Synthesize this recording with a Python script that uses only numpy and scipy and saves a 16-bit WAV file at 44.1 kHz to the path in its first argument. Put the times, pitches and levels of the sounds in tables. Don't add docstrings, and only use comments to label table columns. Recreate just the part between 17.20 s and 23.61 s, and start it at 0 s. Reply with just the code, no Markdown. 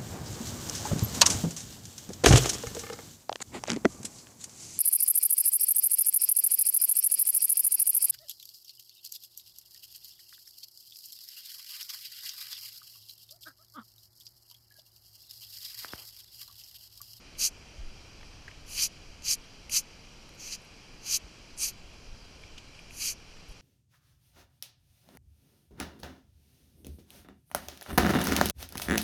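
import sys
import numpy as np
from scipy import signal
from scipy.fft import rfft, irfft
from scipy.io import wavfile
from scipy.ndimage import uniform_filter1d

SR = 44100
rng = np.random.default_rng(int(sys.argv[2]) if len(sys.argv) > 2 else 0)


def magnitude_from_level(level_db):
    exponent = np.asarray(level_db, float) / 20
    return 10 ** exponent


def dump(signal):
    limited = np.clip(np.atleast_2d(signal).T, -1, 1)
    pcm = np.round(limited * 32767).astype(np.int16)
    wavfile.write(sys.argv[1], SR, pcm)


N = 282681


def evened(x):
    return x / np.sqrt(np.mean(x ** 2) + 1e-20)


def read(points, hz):
    f, value = np.transpose(points)
    return np.interp(np.log(hz + 1), np.log(f + 1), value)


def curve(rows):
    return np.interp(np.arange(N) / SR, *np.transpose(rows))


def add(mix, start_s, sound):
    part = mix[round(start_s * SR):][:len(sound)]
    part += sound[:len(part)]


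def delayed(x, seconds):
    hz = np.fft.rfftfreq(len(x), 1 / SR)
    return irfft(rfft(x) * np.exp(-2j * np.pi * hz * seconds), len(x))


def colour(x, db_at, size=8192):
    hz = np.fft.rfftfreq(size, 1 / SR)
    log_gain = np.log(magnitude_from_level(np.maximum(db_at(hz), -100)))
    circle = np.concatenate([log_gain, log_gain[-2:0:-1]])
    taps = np.fft.ifft(np.exp(np.conj(signal.hilbert(circle)))).real
    return signal.oaconvolve(x, taps[:size // 2])[:len(x)]


def band_db(hz, low_hz, high_hz):
    return -10 * np.log10((1 + (low_hz / (hz + 1)) ** 16) * (1 + (hz / high_hz) ** 16))


def rings_db(hz, rings):
    lift = sum(magnitude_from_level(db) / (1 + (2 * (hz - f) / width_hz) ** 2) for f, width_hz, db in rings)
    return 20 * np.log10(1 + lift)


def housing_db(hz):
    # (frequency [Hz], density [dB per Hz])
    broad = [(590, -80), (1000, -22), (1230, -16.5), (1640, -18.5), (1970, -18), (2470, -7), (3180, -6.5),
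             (3610, -20), (4100, -6), (4600, -8.5), (5340, -15), (6120, 3), (8060, -13.5), (12000, -14),
             (15500, -18)]
    # (frequency [Hz], width [Hz], lift [dB])
    sharp = [(2400, 760, 1.5), (4796, 380, 11), (5470, 250, 11), (6830, 620, -7.5), (9500, 210, -7),
             (11500, 1000, -5), (13500, 2700, -7)]
    return read(broad, hz) + rings_db(hz, sharp)


def wander(size):
    return evened(uniform_filter1d(uniform_filter1d(rng.standard_normal(N), size), size))


def flicks(per_s, spread_db):
    sizes = magnitude_from_level(spread_db * np.minimum(rng.exponential(1, N), 3))
    return sizes * rng.choice([-1., 1.], N) * (rng.random(N) < per_s / SR)


def bristle_band(jumps, per_s, spread_db, low_hz, high_hz):
    clicks = jumps * flicks(per_s, spread_db)
    return evened(colour(clicks, lambda hz: housing_db(hz) + band_db(hz, low_hz, high_hz)))


def bounced(x, share):
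    share = np.clip(share, 0, .95)
    notch_spacing_hz = 4220
    return (x - share * delayed(x, 1 / notch_spacing_hz)) / np.sqrt(1 + share ** 2)


def hand():
    # (time [s], pressure [dB])
    strokes = [
        [(.168, -73), (.187, -46), (.203, -34.5), (.253, -25), (.275, -29), (.29, -46), (.302, -78)],
        [(1.458, -75), (1.495, -54), (1.57, -41), (1.637, -26.5), (1.662, -34.5), (1.678, -50), (1.692, -80)],
        [(2.022, -65), (2.05, -41), (2.085, -32.5), (2.108, -24.5), (2.136, -29.5), (2.153, -43), (2.168, -86)],
        [(2.494, -55), (2.51, -49), (2.522, -36), (2.57, -24), (2.588, -28.5), (2.61, -48), (2.628, -76)],
        [(3.17, -67), (3.204, -49), (3.26, -43.5), (3.305, -44.5), (3.335, -38.5), (3.357, -45.5), (3.372, -74)],
        [(3.81, -68), (3.864, -43), (3.9, -37.5), (3.935, -27), (3.966, -28.5), (3.978, -43), (3.99, -77)],
        [(4.366, -68), (4.379, -52), (4.414, -35.5), (4.442, -32), (4.496, -40), (4.512, -57), (4.524, -82)],
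        [(5.7, -72), (5.735, -60), (5.799, -43), (5.869, -31.5), (5.915, -39), (5.936, -53), (5.948, -78)],
    ]
    leans = [(.15, 0.44, 0.37), (0.5, 0.37, 0.43), (0.3, 0.5, 0.33), (0.3, 0.36, 0.44), (.6, 0.8, .26),
             (0.5, 0.54, 0.4), (0, 0, 0.76), (.5, 0.3, 0.4)]
    # (roots [dB], tips [dB], handle [dB],
    # roots and handle gain touch to lift [dB], tips gain touch to lift [dB])
    grips = [(-6, -4.5, -16, -6, -2), (-1.5, -2, -9.5, -10.5, -8), (-5.5, -7, -15.5, -2, 9),
             (-8, -4, -14, -8, -4), (-6, -14, -12, 0, 8), (-4, -7.5, -13, -5.5, 8),
             (-5.5, -1.5, -14, 2, -6), (-5.5, -2.5, -12.5, -2, -6)]
    t = np.arange(N) / SR
    pressure_db = np.full(N, -90.)
    stiff, echo_share, touching = np.zeros((3, N))
    grip_db = np.zeros((3, N))
    for rows, grip, lean in zip(strokes, grips, leans):
        roots, tips, handle, low_roll, tip_roll = grip
        echo, stiff_touch, stiff_lift = lean
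        s, db = np.transpose(rows)
        on = (t > s[0]) & (t <= s[-1])
        pressure_db[on] = np.interp(t[on], s, db)
        touching[on] = 1
        roll = (t[on] - s[0]) / (s[-1] - s[0]) - .5
        grip_db[:, on] = roots + low_roll * roll, tips + tip_roll * roll, handle + low_roll * roll
        stiff[on] = np.interp(t[on], s[[0, -1]], [stiff_touch, stiff_lift])
        echo_share[on] = echo * np.clip((db.max() - pressure_db[on]) / 31, 0, 1)
    return pressure_db, grip_db, stiff, np.clip(echo_share, 0, .95), touching


def snags():
    # (time [s], lift [dB])
    jolts = [
        (.228, 4),
        (1.593, 7),
        (2.08, 4.5),
        (2.555, 4),
        (3.334, 1.5),
        (3.95, 2),
        (4.445, 3),
        (5.82, 5.5),
        (5.882, 3.5),
    ]
    t, snag_s = np.arange(N) / SR, 0.019
    return sum(db * np.exp(-((t - s) / snag_s) ** 2) for s, db in jolts)


def brush():
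    pressure_db, grip_db, stiff, echo_share, touching = hand()
    firm_db, light_db = -31.5, -42
    eased_db = firm_db - np.maximum(pressure_db, light_db)
    sink_db_per_db = [0.067, 0.21, 0.34]
    roots_db, tips_db, handle_db = grip_db + np.outer(sink_db_per_db, eased_db)
    snag_db = snags()
    roots_db, handle_db = roots_db + snag_db, handle_db + snag_db

    jumps = magnitude_from_level(0.8 * wander(size=40) + 0.5 * wander(size=300))
    shafts = bristle_band(jumps, per_s=10000, spread_db=1.4, low_hz=5060, high_hz=8870)
    roots = bristle_band(jumps, per_s=9000, spread_db=2.1, low_hz=3480, high_hz=5200)
    handle = bristle_band(jumps, per_s=7000, spread_db=1.9, low_hz=740, high_hz=3520)
    bent = bristle_band(jumps, per_s=14000, spread_db=2.8, low_hz=8600, high_hz=9500)
    upright = bristle_band(jumps, per_s=16000, spread_db=1.2, low_hz=10700, high_hz=14000)
    lean_rad = np.pi / 2 * np.clip(stiff, 0, 1)
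    tips = np.cos(lean_rad) * bent + np.sin(lean_rad) * upright

    tips = bounced(tips, echo_share)
    shafts = bounced(shafts, 0.34 * echo_share)
    sound = shafts + magnitude_from_level(roots_db) * roots + magnitude_from_level(tips_db) * tips + magnitude_from_level(handle_db) * handle
    return magnitude_from_level(pressure_db) * sound * uniform_filter1d(touching, size=60)


def click_clusters(rows, rise):
    out = np.zeros(N)
    noise = rng.standard_normal((len(rows), 2048))
    t = np.arange(2048) / SR
    for (start_s, db, hz, length_s, width), burst in zip(rows, noise):
        shape_db = lambda f: -10 * np.log10(1 + ((f / hz - hz / (f + 1)) / width) ** 4)
        envelope = np.exp(-(t / length_s) ** 2) * np.minimum(t / (rise * length_s), 1)
        add(out, start_s, magnitude_from_level(db) * evened(colour(burst, shape_db, size=1024)) * envelope)
    return out


def ticks():
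    # (time [s], level [dB], centre [Hz], length [s], width [share of centre])
    grit = [(.151, -52, 2900, .005, .6), (1.008, -49, 1400, .0054, .9), (1.029, -46.5, 1100, 0.0052, 1.6),
            (1.278, -40.5, 1840, 0.0092, .28), (1.279, -53, 5200, .008, 0.46), (1.312, -47, 2300, .004, .6),
            (2.021, -47, 5500, .004, 0.44), (2.4955, -34.5, 2470, 0.0024, 0.21),
            (2.4955, -42, 5500, .003, .3), (3.09, -47.5, 2400, .004, 1.8), (3.319, -41, 4540, 0.021, .3),
            (4.375, -45, 5700, .004, 0.37), (5.2355, -45, 2480, 0.0044, 0.46),
            (5.375, -44.5, 2900, 0.013, 0.44), (5.378, -53, 1700, .008, .5),
            (5.377, -49.5, 5500, .012, 0.4), (5.589, -44.5, 2620, 0.0064, 0.19),
            (5.7075, -40, 2630, 0.0023, .3), (6.167, -49, 2330, 0.0042, .5)]
    return click_clusters(grit, rise=0.37)


def rustles():
    # (time [s], level [dB], centre [Hz], length [s])
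    brushes = [(1.278, -70, 10900, .008), (2.02, -64, 10000, .006), (2.4955, -46, 10500, .006),
               (3.09, -60, 10500, 0.0046), (3.137, -65, 12000, .004), (3.148, -62, 11900, .004),
               (3.157, -66, 11500, .004), (3.18, -70, 11800, .005), (3.415, -63, 9500, .008),
               (3.448, -60, 10900, .003), (4.73, -66, 8600, .006), (5.218, -64, 9600, .003),
               (5.378, -68, 10000, .011), (5.59, -62, 8900, .01), (5.613, -67, 12000, .004),
               (5.703, -64, 9400, .01), (6.281, -62, 10300, .02), (6.303, -65, 9500, .03),
               (6.318, -68, 11000, .012)]
    return click_clusters([(*row, 0.3) for row in brushes], rise=0.36)


def bumps():
    # (time [s], peak [dB], start pitch [Hz], length [s])
    knocks = [
        (0.572, -33.5, 111.4, 0.14),
        (1.85, -45, 35, 0.076),
        (2.491, -52, 120, 0.028),
        (4.033, -41.5, 132, 0.042),
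        (4.875, -40.5, 40, .085),
        (5.293, -44, 32, 0.1),
        (6.279, -39.5, 103, 0.05),
    ]
    out = np.zeros(N)
    for start_s, db, start_hz, length_s in knocks:
        t = np.arange(0, length_s, 1 / SR)
        end_hz = 1.37 / length_s
        pitch_hz = end_hz + (start_hz - end_hz) * np.exp(-t / (0.25 * length_s))
        turns = np.cumsum(pitch_hz) / SR
        add(out, start_s, magnitude_from_level(db) * np.sin(np.pi * t / length_s) * np.sin(2 * np.pi * turns))
    return out


def wash():
    # (frequency [Hz], density [dB per Hz])
    water = [(71, -28), (120, -1.5), (305, -7), (337, -8), (758, -12.5), (839, -13.5), (1540, -16),
             (1960, -18.5), (2410, -12), (3190, -13), (3680, -25.5), (4790, -14), (15200, -46)]
    # (frequency [Hz], width [Hz], lift [dB])
    water_rings = [(3980, 410, 1), (2400, 210, -8.5), (4770, 70, -3), (5700, 210, 0.5), (6180, 170, -7),
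                   (7040, 320, -11), (9400, 330, -10), (11140, 480, -1.5), (13300, 700, -6),
                   (14500, 500, 0)]
    # (time [s], level [dB])
    level = [(0.0, -56.5), (5.4, -56.5), (6.41, -57)]
    frames, hz = N // 128 + 5, np.fft.rfftfreq(512, 1 / SR)
    a, b, patches = rng.standard_normal((frames, 257, 3)).T
    patches = evened(uniform_filter1d(uniform_filter1d(patches, 10, 0), 24, 1))
    flicker = evened(uniform_filter1d(rng.standard_normal(frames), 8))
    airborne = np.clip((hz[:, None] - 1200) / 1000, 0, 1)
    z = (a + 1j * b) * magnitude_from_level(airborne * (0.86 * patches + 0.35 * flicker))
    x = signal.istft(z, nperseg=512, noverlap=384)[1][:N]
    top_db = lambda f: -10 * np.log10(1 + (f / 14950) ** 120)
    x = colour(x, lambda f: read(water, f) + rings_db(f, water_rings) + top_db(f))
    in_band = colour(x, lambda f: band_db(f, 2000, 7000))
    return magnitude_from_level(curve(level)) * x / np.std(in_band)


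def rumble():
    # (time [s], level [dB])
    level = [(0.0, -56), (.2, -52.5), (.55, -52.5), (.75, -51.5), (1.55, -50), (2.2, -53.5), (2.45, -54),
             (3.3, -56), (4.05, -56), (4.95, -51), (5.44, -56), (5.87, -52), (6.41, -56)]
    # (frequency [Hz], density [dB per Hz])
    spectrum = [(4.7, -42), (8.0, 4), (28, 1.5), (65, -5.5), (97, -5), (118, -16.5), (160, -19.5),
                (210, -41), (350, -120)]
    noise = colour(rng.standard_normal(N), lambda hz: read(spectrum, hz), size=32768)
    return magnitude_from_level(curve(level)) * evened(noise)


def scene():
    return (brush() + ticks() + rustles() + bumps() + wash() + rumble())[None]


def top_cut(x):
    return signal.sosfilt(signal.butter(12, 15670, fs=SR, output="sos"), x)


def record(dry):
    edge = signal.firwin(1023, 15300, window=("kaiser", 9), fs=SR)
    mix = signal.oaconvolve(dry, edge[None], "same")
    return top_cut(mix)


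dry = scene()
out = record(dry)
dump(out)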